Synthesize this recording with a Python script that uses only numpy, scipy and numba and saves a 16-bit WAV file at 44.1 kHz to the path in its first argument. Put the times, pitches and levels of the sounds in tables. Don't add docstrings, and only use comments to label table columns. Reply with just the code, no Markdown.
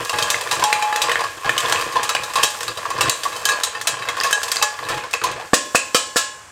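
import sys
import numpy as np
from scipy import signal
from scipy.fft import rfft, irfft
from scipy.io import wavfile
from numba import njit

SR = 44100
rng = np.random.default_rng(int(sys.argv[2]) if len(sys.argv) > 2 else 0)


def file_out(sig):
    cols = np.atleast_2d(sig).T
    lim = np.clip(cols, -1, 1)
    pcm = np.round(lim * 32767).astype(np.int16)
    wavfile.write(sys.argv[1], SR, pcm)


N = 287091

# (time [s], shell ring [dB], shell pitch [Hz], favoured pot pitch [Hz],
# hollow knock [dB], treble [dB], pot ring [dB], rattle t60 [s])
CLACKS = [(0.049, -17, 1620, 1605, -46, -21.5, -24, 0.037), (0.095, 1, 2780, 1080, -14, -19.5, -19, 0.042),
          (0.13, -7, 1660, 820, -20, -34, -18, 0.059), (0.186, 2.5, 2570, 602, -9.5, -24, -23, 0.1),
          (0.225, 7, 3170, 3210, -35, -17, -21, 0.055), (0.302, -4, 2550, 2700, -26, -12.5, -29, 0.073),
          (0.344, 7, 2060, 1940, -19, -28.5, -26, 0.033), (0.41, -12, 1830, 1000, -13.5, -23, -45, 0.042),
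          (0.454, -20, 1860, 1080, -30, -51, -44, 0.045), (0.474, -2, 1760, 1160, -31, -33, -34, 0.033),
          (0.512, -2, 4000, 1010, -12, -20, -16, 0.16), (0.596, -14, 1680, 1020, -10, -30, -29, 0.069),
          (0.623, -1, 1574, 980, -7, -44, -29, 0.12), (0.639, 4, 3290, 842, -13, -10, -13.5, 0.027),
          (0.728, 14.5, 2394, 850, -18, -14, -28, 0.028), (0.824, 3.5, 2410, 842, -49, -23, -16, 0.047),
          (0.927, 5, 1725, 835, -33, -29, -20.5, 0.032), (0.96, 4.5, 1950, 860, -15, -16.5, -35, 0.037),
          (1.018, 4.5, 3860, 836, -18, -16, -43, 0.088), (1.095, 5, 2000, 1040, -15, -30, -45, 0.05),
          (1.116, 6, 1850, 1860, -12, -23.5, -37, 0.062), (1.191, -20, 1640, 1046, -14, -37, -51, 0.081),
          (1.207, -22, 1650, 827, -10, -27, -21, 0.036), (1.239, -12, 1710, 1112, -10, -35, -32, 0.067),
          (1.377, -27, 1605, 1090, -22, -51, -35.5, 0.05), (1.446, -6, 1660, 822, -12, -57, -23.5, 0.05),
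          (1.494, 15.5, 1770, 1260, -20, -25, -24, 0.055), (1.579, 5, 2930, 3060, -23, -15, -25, 0.053),
          (1.604, -4, 2570, 1130, -25, -20, -30, 0.037), (1.683, -12, 4040, 1110, -25, -26, -32, 0.045),
          (1.697, -11, 1630, 1000, -15, -21, -39, 0.034), (1.724, 7, 4100, 880, -6.5, -12, -36, 0.029),
          (1.811, -4, 1600, 1075, -20, -26, -18.5, 0.065), (1.877, -20, 1820, 1100, -28, -45, -43, 0.046),
          (1.924, -17, 1930, 1090, -27, -34, -27, 0.15), (1.957, -7, 1740, 1027, -9, -41, -39, 0.17),
          (2, -16, 1700, 1080, -15, -53, -43, 0.052), (2.031, -9, 1840, 990, -14.5, -20.5, -29, 0.092),
          (2.092, -1, 3886, 3820, -9.5, -17, -35, 0.057), (2.15, 7, 1620, 1070, -6, -21.5, -41, 0.038),
          (2.235, -6.5, 3800, 1460, -26, -27, -35, 0.083), (2.298, -20, 1840, 1000, -20, -48, -32, 0.055),
          (2.336, -14, 1930, 1900, -23, -26, -35, 0.064), (2.356, -17, 1760, 1080, -10, -22.5, -16, 0.11),
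          (2.429, -6, 1700, 1000, -16, -22, -40, 0.04), (2.433, 14.5, 3130, 3240, -30, -7, -21, 0.06),
          (2.607, -12, 1800, 1150, -16, -27, -31, 0.055), (2.631, -6, 1550, 1060, -42, -22.5, -42, 0.054),
          (2.68, -12, 4250, 4370, -19, -24, -16, 0.039), (2.773, -23, 2750, 622, -19.5, -32, -19, 0.089),
          (2.854, -6, 1640, 1132, -13.5, -43, -39, 0.065), (2.903, -13, 1920, 1095, -13, -30, -35, 0.064),
          (2.951, -24, 3090, 634, -19, -51, -36, 0.07), (2.979, -21, 2420, 1045, -17.5, -41, -40, 0.13),
          (3.009, 7.5, 2690, 860, -14, -14.5, -28, 0.084), (3.096, 8.5, 4460, 1090, -19, -7.5, -32, 0.028),
          (3.234, -10, 4660, 3080, -22, -25.5, -31, 0.12), (3.252, -13, 2060, 1108, -11.5, -48, -35, 0.11),
          (3.329, -7, 2180, 1010, -29, -38, -25.5, 0.05), (3.363, -10, 3080, 3080, -29, -29.5, -35, 0.099),
          (3.418, -23, 1590, 1110, -31, -41, -34, 0.024), (3.454, -22, 3090, 3050, -26, -9.5, -24.5, 0.038),
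          (3.489, 2, 1740, 1654, -43, -17, -13, 0.084), (3.6, -9, 1715, 1660, -24, -34, -41, 0.05),
          (3.635, 3, 3940, 3630, -18, -14.5, -29, 0.082), (3.751, -8, 1810, 1800, -33, -41, -21, 0.13),
          (3.813, -3, 1750, 1790, -36, -23.5, -32, 0.065), (3.872, -2, 4100, 4000, -13.5, -12, -13.5, 0.08),
          (3.99, -14, 1600, 1060, -44, -38, -22, 0.036), (4.023, -7, 1755, 1820, -44, -39, -18, 0.1),
          (4.053, -8, 1610, 1080, -28, -44, -28, 0.046), (4.087, 2, 2110, 2130, -18, -24, -25, 0.058),
          (4.168, -13, 1820, 1107, -16.5, -38, -32, 0.18), (4.211, 4, 1790, 1115, -23, -25, -23, 0.027),
          (4.235, -1, 2580, 2640, -37, -17, -33, 0.055), (4.244, -3, 1720, 1083, -14.5, -28, -12.5, 0.2),
          (4.309, 2, 1620, 1710, -23, -18, -19, 0.043), (4.328, 2, 1650, 1684, -36, -11, -15.5, 0.035),
          (4.417, -5, 1630, 1650, -26, -33, -42, 0.063), (4.432, -7, 1740, 1770, -24, -20, -18, 0.067),
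          (4.482, -21, 1670, 995, -29, -25, -43, 0.061), (4.517, 5, 4670, 1010, -14.5, -11.5, -25, 0.042),
          (4.559, -6, 1650, 1060, -18, -19.5, -27, 0.026), (4.625, -1.5, 1720, 1716, -12, -11, -9, 0.055),
          (4.79, -5, 1850, 1150, -15, -52, -37, 0.042), (4.85, -17, 1710, 1700, -36, -40, -29, 0.032),
          (4.887, -4, 1760, 1760, -16.5, -28, -29, 0.13), (4.944, -13, 3280, 830, -38, -30, -32, 0.037),
          (4.976, -20, 1750, 1100, -17, -34, -41, 0.059), (5.038, -9, 1530, 1064, -17, -46, -38, 0.087),
          (5.11, -16, 1780, 1810, -40, -33, -40, 0.082), (5.132, -12, 2200, 1100, -22, -24, -45, 0.03),
          (5.137, 7, 2590, 1150, -6, -20.5, -36, 0.035), (5.216, -5, 1500, 1210, -10, -53, -27, 0.033),
          (5.238, -5, 3160, 1036, -11, -20, -40, 0.08), (5.315, -22, 3430, 590, -32, -32, -35, 0.062),
          (5.398, -27, 1680, 732, -20, -48, -39, 0.048), (5.41, -25, 1680, 915, -23, -49, -36, 0.078),
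          (5.535, -15, 1765, 567, -15.5, -32, -26, 0.061), (5.541, 4, 1720, 1700, -33, -8, -34, 0.054),
          (5.75, 7, 1550, 1170, -9.5, -21, -26, 0.038), (5.755, 5, 5300, 1710, -13, -11, -42, 0.062),
          (5.946, 5, 3100, 2960, -10, -14, -39, 0.12), (6.166, -1, 1686, 1680, -15, -14, -22, 0.13)]
# (time [s], wood [dB], pot ring [dB], high shimmer [dB])
RIM_KNOCKS = [(5.533, -0.5, -26, -35), (5.747, -4, -31, -40), (5.946, -5, -29, -32.5),
              (6.159, -7.5, -28.5, -33.5)]


def undb(db):
    return 10 ** (np.asarray(db) / 20)


def unit(x):
    return x / np.sqrt(np.mean(x ** 2))


def band(x, lo_hz, hi_hz):
    return signal.sosfilt(signal.butter(2, [lo_hz, hi_hz], "bandpass", fs=SR, output="sos"), x)


def ring(x, hz, t60):
    pole = np.exp((2j * np.pi * hz - np.log(1000) / t60) / SR)
    return signal.lfilter([0, pole.imag], [1, -2 * pole.real, abs(pole) ** 2], x)


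def blows(times, gain):
    x = np.zeros(N)
    np.add.at(x, np.clip((times * SR).astype(int), 0, N - 1), gain)
    return x


def ticks(per_s, spread_db):
    impulses = (rng.random(N) < per_s / SR) * rng.standard_normal(N)
    return impulses * undb(spread_db * np.minimum(rng.exponential(size=N), 4.5))


def body(x, resonances):
    return unit(sum(undb(db) * unit(band(x, hz - w / 2, hz + w / 2)) for hz, w, db in resonances))


def fading(t60, seconds):
    return np.exp(-np.log(1000) * np.arange(int(seconds * SR)) / SR / t60)


def add(out, start_s, x):
    i = int(start_s * SR)
    out[i:i + len(x)] += x[:N - i]


def room_tone(level_db=-41.5):
    # (frequency [Hz], relative density [dB])
    spectrum = [(30, -17), (80, 5.5), (120, 0), (250, -5.5), (500, -2), (1500, 3), (4000, -11.5),
                (8000, -4), (16000, -42)]
    hz, db = np.transpose(spectrum)
    bins_hz = np.maximum(np.fft.rfftfreq(N, 1 / SR), 1)
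    shape = undb(np.interp(np.log(bins_hz), np.log(hz), db))
    return undb(level_db) * unit(irfft(rfft(rng.standard_normal(N)) * shape, N))


def kitchen_tail(direct, wet_db=-4):
    # (frequency [Hz], relative density [dB], t60 [s])
    bands = [(183, -14, 0.55), (465, -6.5, 0.68), (1070, -3, 0.13), (2650, 3, 0.41), (4850, -1.5, 0.41),
             (8240, 6.5, 0.29), (10500, 1.5, 0.18), (11900, 11.5, 0.13), (16400, -25, .3)]
    centres = np.transpose(bands)[0]
    edges = np.sqrt(np.append(100, centres) * np.append(centres, 20000))
    tail = sum(undb(db) * band(rng.standard_normal(int(.7 * SR)), lo, hi) * fading(t60, .7)
               for lo, hi, (_, db, t60) in zip(edges, edges[1:], bands))
    return undb(wet_db) * signal.fftconvolve(direct, tail / np.sqrt(np.sum(tail ** 2)))[:N]


def fine_crackle(level_db):
    fine = ticks(per_s=6500, spread_db=3.6)
    return (unit(band(fine, 2550, 9700)) + undb(-18) * unit(band(fine, 10200, 13400))) * undb(level_db)


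def spoon_squeak(roughness=0.66):
    # (time [s], pitch [Hz], level [dB])
    glide = [(5.36, 606, -58), (5.375, 622, -28), (5.399, 747, -42), (5.42, 885, -30), (5.45, 950, -42),
             (5.469, 1010, -60)]
    times, hz, db = np.transpose(glide)
    t = np.arange(N) / SR
    tone = np.sin(2 * np.pi * np.cumsum(np.interp(t, times, hz)) / SR)
    flutter = 1 + roughness * unit(band(rng.standard_normal(N), 18, 200))
    return tone * flutter * undb(np.interp(t, times, db, left=-100, right=-100))


def spoon_strokes(attack_s=0.0084, release_s=0.011):
    # (start [s], end [s], first level [dB], last level [dB])
    strokes = [(0.0, 0.056, -26.5, -42), (0.13, 0.42, -28, -42), (0.448, 0.64, -43.5, -31.5),
               (0.715, 0.98, -41, -55), (1.019, 1.382, -36, -44.5), (1.45, 1.62, -27, -41),
               (1.629, 1.901, -32.5, -37), (1.932, 2.12, -35, -47), (2.145, 2.32, -35, -44),
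               (2.345, 2.44, -34, -34.5), (2.6, 2.72, -48, -34.5), (2.768, 2.864, -35.5, -44),
               (2.875, 3.087, -40.5, -26), (3.235, 3.426, -42, -48), (3.45, 3.55, -43, -39),
               (3.75, 3.84, -44, -47), (3.882, 4.33, -40, -45.5), (4.41, 4.62, -48, -46),
               (4.78, 4.903, -45, -36), (4.895, 5.1, -25.5, -53), (5.126, 5.2, -46, -54),
               (5.21, 5.25, -40, -34), (5.25, 5.48, -28, -47)]
    t = np.arange(N) / SR
    gain = np.zeros(N)
    for start, end, first_db, last_db in strokes:
        attack = np.clip((t - start) / attack_s + (start == 0), 0, 1)
        release = np.exp(-np.maximum(t - end, 0) / release_s)
        gain = np.maximum(gain, attack * release * undb(np.interp(t, [start, end], [first_db, last_db])))
    return gain


def spoon_drag(scraping):
    # (centre [Hz], width [Hz], level [dB])
    bottom = [(50, 53, -7.5), (116, 41, 2.5), (219, 49, -6), (353.6, 82, 3.5), (491, 93, 5.5),
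              (602, 67, -29.5)]
    return body(ticks(per_s=900, spread_db=2.8), bottom) * scraping


def spoon_knocks(scatter_db=5.0):
    # (frequency [Hz], level [dB], t60 [s])
    modes = [(130, -10, 0.027), (263, 5.5, 0.018), (504.7, 5.5, 0.053), (700, 5, 0.025), (1156, 4, 0.029),
             (1420, 0.5, 0.033), (1720, 2.5, 0.036)]
    times, knock_db, *_ = np.transpose(RIM_KNOCKS)
    scatter = scatter_db * rng.uniform(-1, 1, (len(RIM_KNOCKS), len(modes)))
    soft_contact = np.hanning(14) / 7
    out = np.zeros(N)
    for k, (hz, mode_db, t60) in enumerate(modes):
        hits = blows(times, undb(knock_db + mode_db - 6 + scatter[:, k]))
        out += (-1) ** k * ring(np.convolve(hits, soft_contact)[:N], hz, t60)
    return out


def rim_shimmer(count, lo_hz, hi_hz, mean_t60, tilt_db_per_oct=-4.0, rise_s=0.0064):
    out, t = np.zeros(N), np.arange(int(.6 * SR)) / SR
    place, life = rng.random((count, 2)).T
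    hz = lo_hz + (hi_hz - lo_hz) * place ** 0.74
    modes = np.sin(2 * np.pi * hz[:, None] * t) * fading(mean_t60 * (.5 + life[:, None]), .6)
    tilt = undb(tilt_db_per_oct * np.log2(hz / lo_hz))
    rise = np.clip(t / rise_s, 0, 1) ** 3
    for start, _, _, db in RIM_KNOCKS:
        weights = rng.standard_normal(count) * tilt
        add(out, start, undb(db) * rise * (weights @ modes))
    return out


@njit
def wall_mode(hits, rubbing, turn, loss):
    out, swing = np.empty(len(hits)), 1e-9 + 0j
    for i in range(len(hits)):
        swing = swing * turn * (1 - loss[i]) + rubbing[i]
        if hits[i] > 0:
            swing *= np.sqrt(1 + (hits[i] / abs(swing)) ** 2)
        out[i] = swing.imag
    return out


def pot_ring(rubbing, freedom, focus_oct=0.033, second_db=-4, spill_db=-18, scatter_db=6.5):
    modes_hz = [486, 592, 681, 844, 883, 1013, 1067, 1095, 1205, 1389, 1657, 1696, 1793, 2032, 2466, 2625,
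                2923, 3090, 3263, 3870, 4365, 4790, 5395, 6148, 6870, 7275, 7960, 8390, 9030]
    # (struck inside [dB], knocked on the rim [dB], t60 of the free wall [s])
    responses = [(-8, -13, 0.22), (-3, -4, 0.72), (2.5, 11.5, 0.157), (1, -36, 1.2), (-36, -24, .4),
                 (-11, -8, 1.24), (-12.5, 4, 1.08), (1, 0, 0.35), (9, -21, 0.2), (-48, -35, 0.62),
                 (0.5, -0.5, 0.56), (-10, -0.5, 1.01), (-21, -25, 0.47), (-43, -16, 0.91),
                 (-21, -2.5, 0.53), (6, -28, 0.39), (-8, -28, 0.55), (8, -14, 0.13), (-4.5, -10, 0.16),
                 (10.5, -14, 0.18), (-10, -7, 0.27), (2, 3.5, 0.36), (-11, 1, 0.58), (-39, -7, 1),
                 (-21, 4, 0.53), (-12, -1.5, 0.92), (-24, 7, 0.52), (-24, -20, 0.36), (0, -15, 0.15)]
    # (time [s], favoured pitch [Hz], second pitch [Hz], ring [dB])
    bumps = [(0.13, 844, 844, -29.5), (1.725, 844, 844, -26.5), (2.45, 3870, 3263, -31),
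             (3.03, 3870, 3870, -33), (3.456, 1657, 1657, -21.5), (3.52, 4365, 4365, -15),
             (3.871, 4365, 2625, -24), (4.329, 1657, 3090, -16), (4.615, 844, 2625, -20),
             (4.929, 844, 844, -28)]
    shell_hits = [(start, pot_hz, shell_hz, db) for start, _, shell_hz, pot_hz, _, _, db, _ in CLACKS]
    times, favoured_hz, second_hz, ring_db = np.vstack([shell_hits, bumps]).T
    knock_times, _, knock_db, _ = np.transpose(RIM_KNOCKS)
    spills = undb(spill_db + scatter_db * rng.uniform(-1.7, 1, (len(times), len(modes_hz))))
    out = np.zeros(N)
    for hz, (inside_db, rim_db, t60), spill in zip(modes_hz, responses, spills.T):
        first, second = (np.exp(-(np.log2(hz / f) / focus_oct) ** 2) for f in (favoured_hz, second_hz))
        share = first + undb(second_db) * second + spill
        hits = blows(times, undb(inside_db + ring_db) * share)
        hits += blows(knock_times, undb(knock_db + rim_db))
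        loss = np.log(1000) / (t60 * np.clip(freedom, .1, 3) * SR)
        out += wall_mode(hits, undb(inside_db) * rubbing + 1e-18, np.exp(2j * np.pi * hz / SR), loss)
    return out


def shell(hz, mean_t60, chance):
    t = np.arange(int(.05 * SR)) / SR
    partials_hz = np.minimum(hz * np.append(1, .7 * 2.6 ** chance[1:]), .4 * SR)
    weights = np.append(1, .5 * chance[1:][::-1])
    x = weights @ np.sin(2 * np.pi * partials_hz[:, None] * t) * fading(mean_t60 * (.5 + chance[0]), .05)
    return x / np.abs(x).max()


def heap_motion(slide_db, scraping, push_db=5, shake_db=-13.5, shake_t60=0.16):
    times, _, _, _, knock_db, treble_db, *_ = np.transpose(CLACKS)
    jolt_power = blows(times, undb(knock_db) ** 2 + undb(treble_db) ** 2)
    power_decay = np.exp(-2 * np.log(1000) / shake_t60 / SR)
    shake_power = undb(shake_db) ** 2 * signal.lfilter([1], [1, -power_decay], jolt_power)
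    return np.sqrt(undb(slide_db) ** 2 + (undb(push_db) * scraping) ** 2 + shake_power)


def shell_tumble(motion, taps_per_s=300, tap_spread_db=3.5, tap_db=-3):
    # (centre [Hz], width [Hz], level [dB])
    heap = [(482, 76, -2.5), (664, 110, -4.5), (1102, 186, 5.5), (1260, 190, -2.5), (1691, 142, 0),
            (2090, 370, -4.5), (2587, 383, -2), (3154, 600, -3), (4210, 1430, -4.5)]
    spots = [shell(900 * 5.5 ** (draw[0] ** 1.356), 0.014, draw[1:]) for draw in rng.random((250, 8))]
    taps = np.zeros(N)
    for when, force, where in rng.random((int(N / SR * taps_per_s), 3)):
        db = -tap_spread_db * np.log(1 - force)
        add(taps, when * (N - 1) / SR, undb(db) * spots[int(where * len(spots))])
    slide = body(ticks(per_s=1800, spread_db=4.0), heap)
    return (slide + undb(tap_db) * unit(taps)) * motion


def shell_clacks(rattle_s=.12):
    rings, rattles = np.zeros(N), np.zeros(N)
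    chances = rng.random((len(CLACKS), 7))
    noise = rng.standard_normal((len(CLACKS), int(rattle_s * SR)))
    bands_hz = (600, 2000), (1500, 5140), (3300, 9120), (10000, 13000)
    layers = (unit(band(noise, lo, hi)) for lo, hi in bands_hz)
    for clack, chance, low, mid, high, top in zip(CLACKS, chances, *layers):
        start, shell_db, shell_hz, pot_hz, knock_db, treble_db, _, t60 = clack
        add(rings, start, undb(shell_db - 8) * shell(shell_hz, 0.64 * t60, chance))
        hollow = 0.35 * low + 1.4 * unit(ring(low, np.clip(pot_hz, 600, 1300), t60=0.13))
        crack = undb((knock_db + treble_db) / 2 + 0.5) * mid + undb(treble_db + 3) * high
        add(rattles, start, (undb(knock_db - 3.5) * hollow + crack) * fading(t60, rattle_s))
        add(rattles, start, undb(treble_db - 15.5) * top * fading(1.5 * t60, rattle_s))
    return rings, rattles


def scene():
    # (time [s], shells sliding [dB], fine high crackle [dB], wall's freedom [x t60])
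    pot_state = [(0.0, -40, -36, 0.34), (0.31, -27.5, -35, 1), (0.67, -30.5, -37, 1),
                 (1.1, -25, -38.5, 0.93), (1.36, -44.5, -41, 0.3), (1.52, -28.5, -38.5, 0.97),
                 (1.72, -21, -32.5, 0.54), (1.91, -35, -38, 0.8), (2.0, -27, -44.5, 1),
                 (2.32, -36, -38, 0.8), (2.39, -20, -33, 0.94), (2.49, -36, -34, 1), (2.75, -38, -42, 0.25),
                 (2.96, -33, -42, 0.6), (3.05, -22, -37, 0.58), (3.12, -35, -37, 0.4),
                 (3.3, -34, -37.5, 0.55), (3.52, -26, -39, 0.56), (3.8, -36.5, -48, 0.65),
                 (4.25, -29.5, -44, 0.55), (4.53, -32, -36, 0.47), (4.74, -38, -44, 0.36),
                 (4.93, -37.5, -42, 0.4), (5.12, -40.5, -52, 0.24), (5.28, -46, -52, 0.5),
                 (5.5, -64, -46.5, 0.51), (5.71, -70, -42, 0.9), (6.15, -70, -48, 0.9),
                 (6.51, -66, -56, 0.45)]
    times, *columns = np.transpose(pot_state)
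    slide_db, crackle_db, freedom = (np.interp(np.arange(N) / SR, times, column) for column in columns)
    scraping = spoon_strokes()
    rings, rattles = shell_clacks()
    loose_shells = rattles + shell_tumble(heap_motion(slide_db, scraping))
    spoon = spoon_knocks() + spoon_drag(scraping) + spoon_squeak()
    crackle = fine_crackle(crackle_db)
    steel = pot_ring(undb(-57) * loose_shells, freedom)
    steel += rim_shimmer(count=200, lo_hz=2500, hi_hz=9400, mean_t60=0.4)
    steel += undb(-15) * rim_shimmer(count=40, lo_hz=9500, hi_hz=14500, mean_t60=0.22)
    tail = kitchen_tail(undb(-5.5) * rings + band(loose_shells, 370, 9000) + undb(-3) * spoon + crackle)
    near = band(rings + loose_shells + steel, 374, 21000) + spoon + crackle
    return (near + tail + room_tone())[None]


def record(dry, top_hz=16000):
    rounded = 1.05 * np.tanh(dry / 1.38)
    return signal.sosfilt(signal.ellip(10, .2, 70, top_hz, fs=SR, output="sos"), rounded)


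dry = scene()
out = record(dry)
file_out(out)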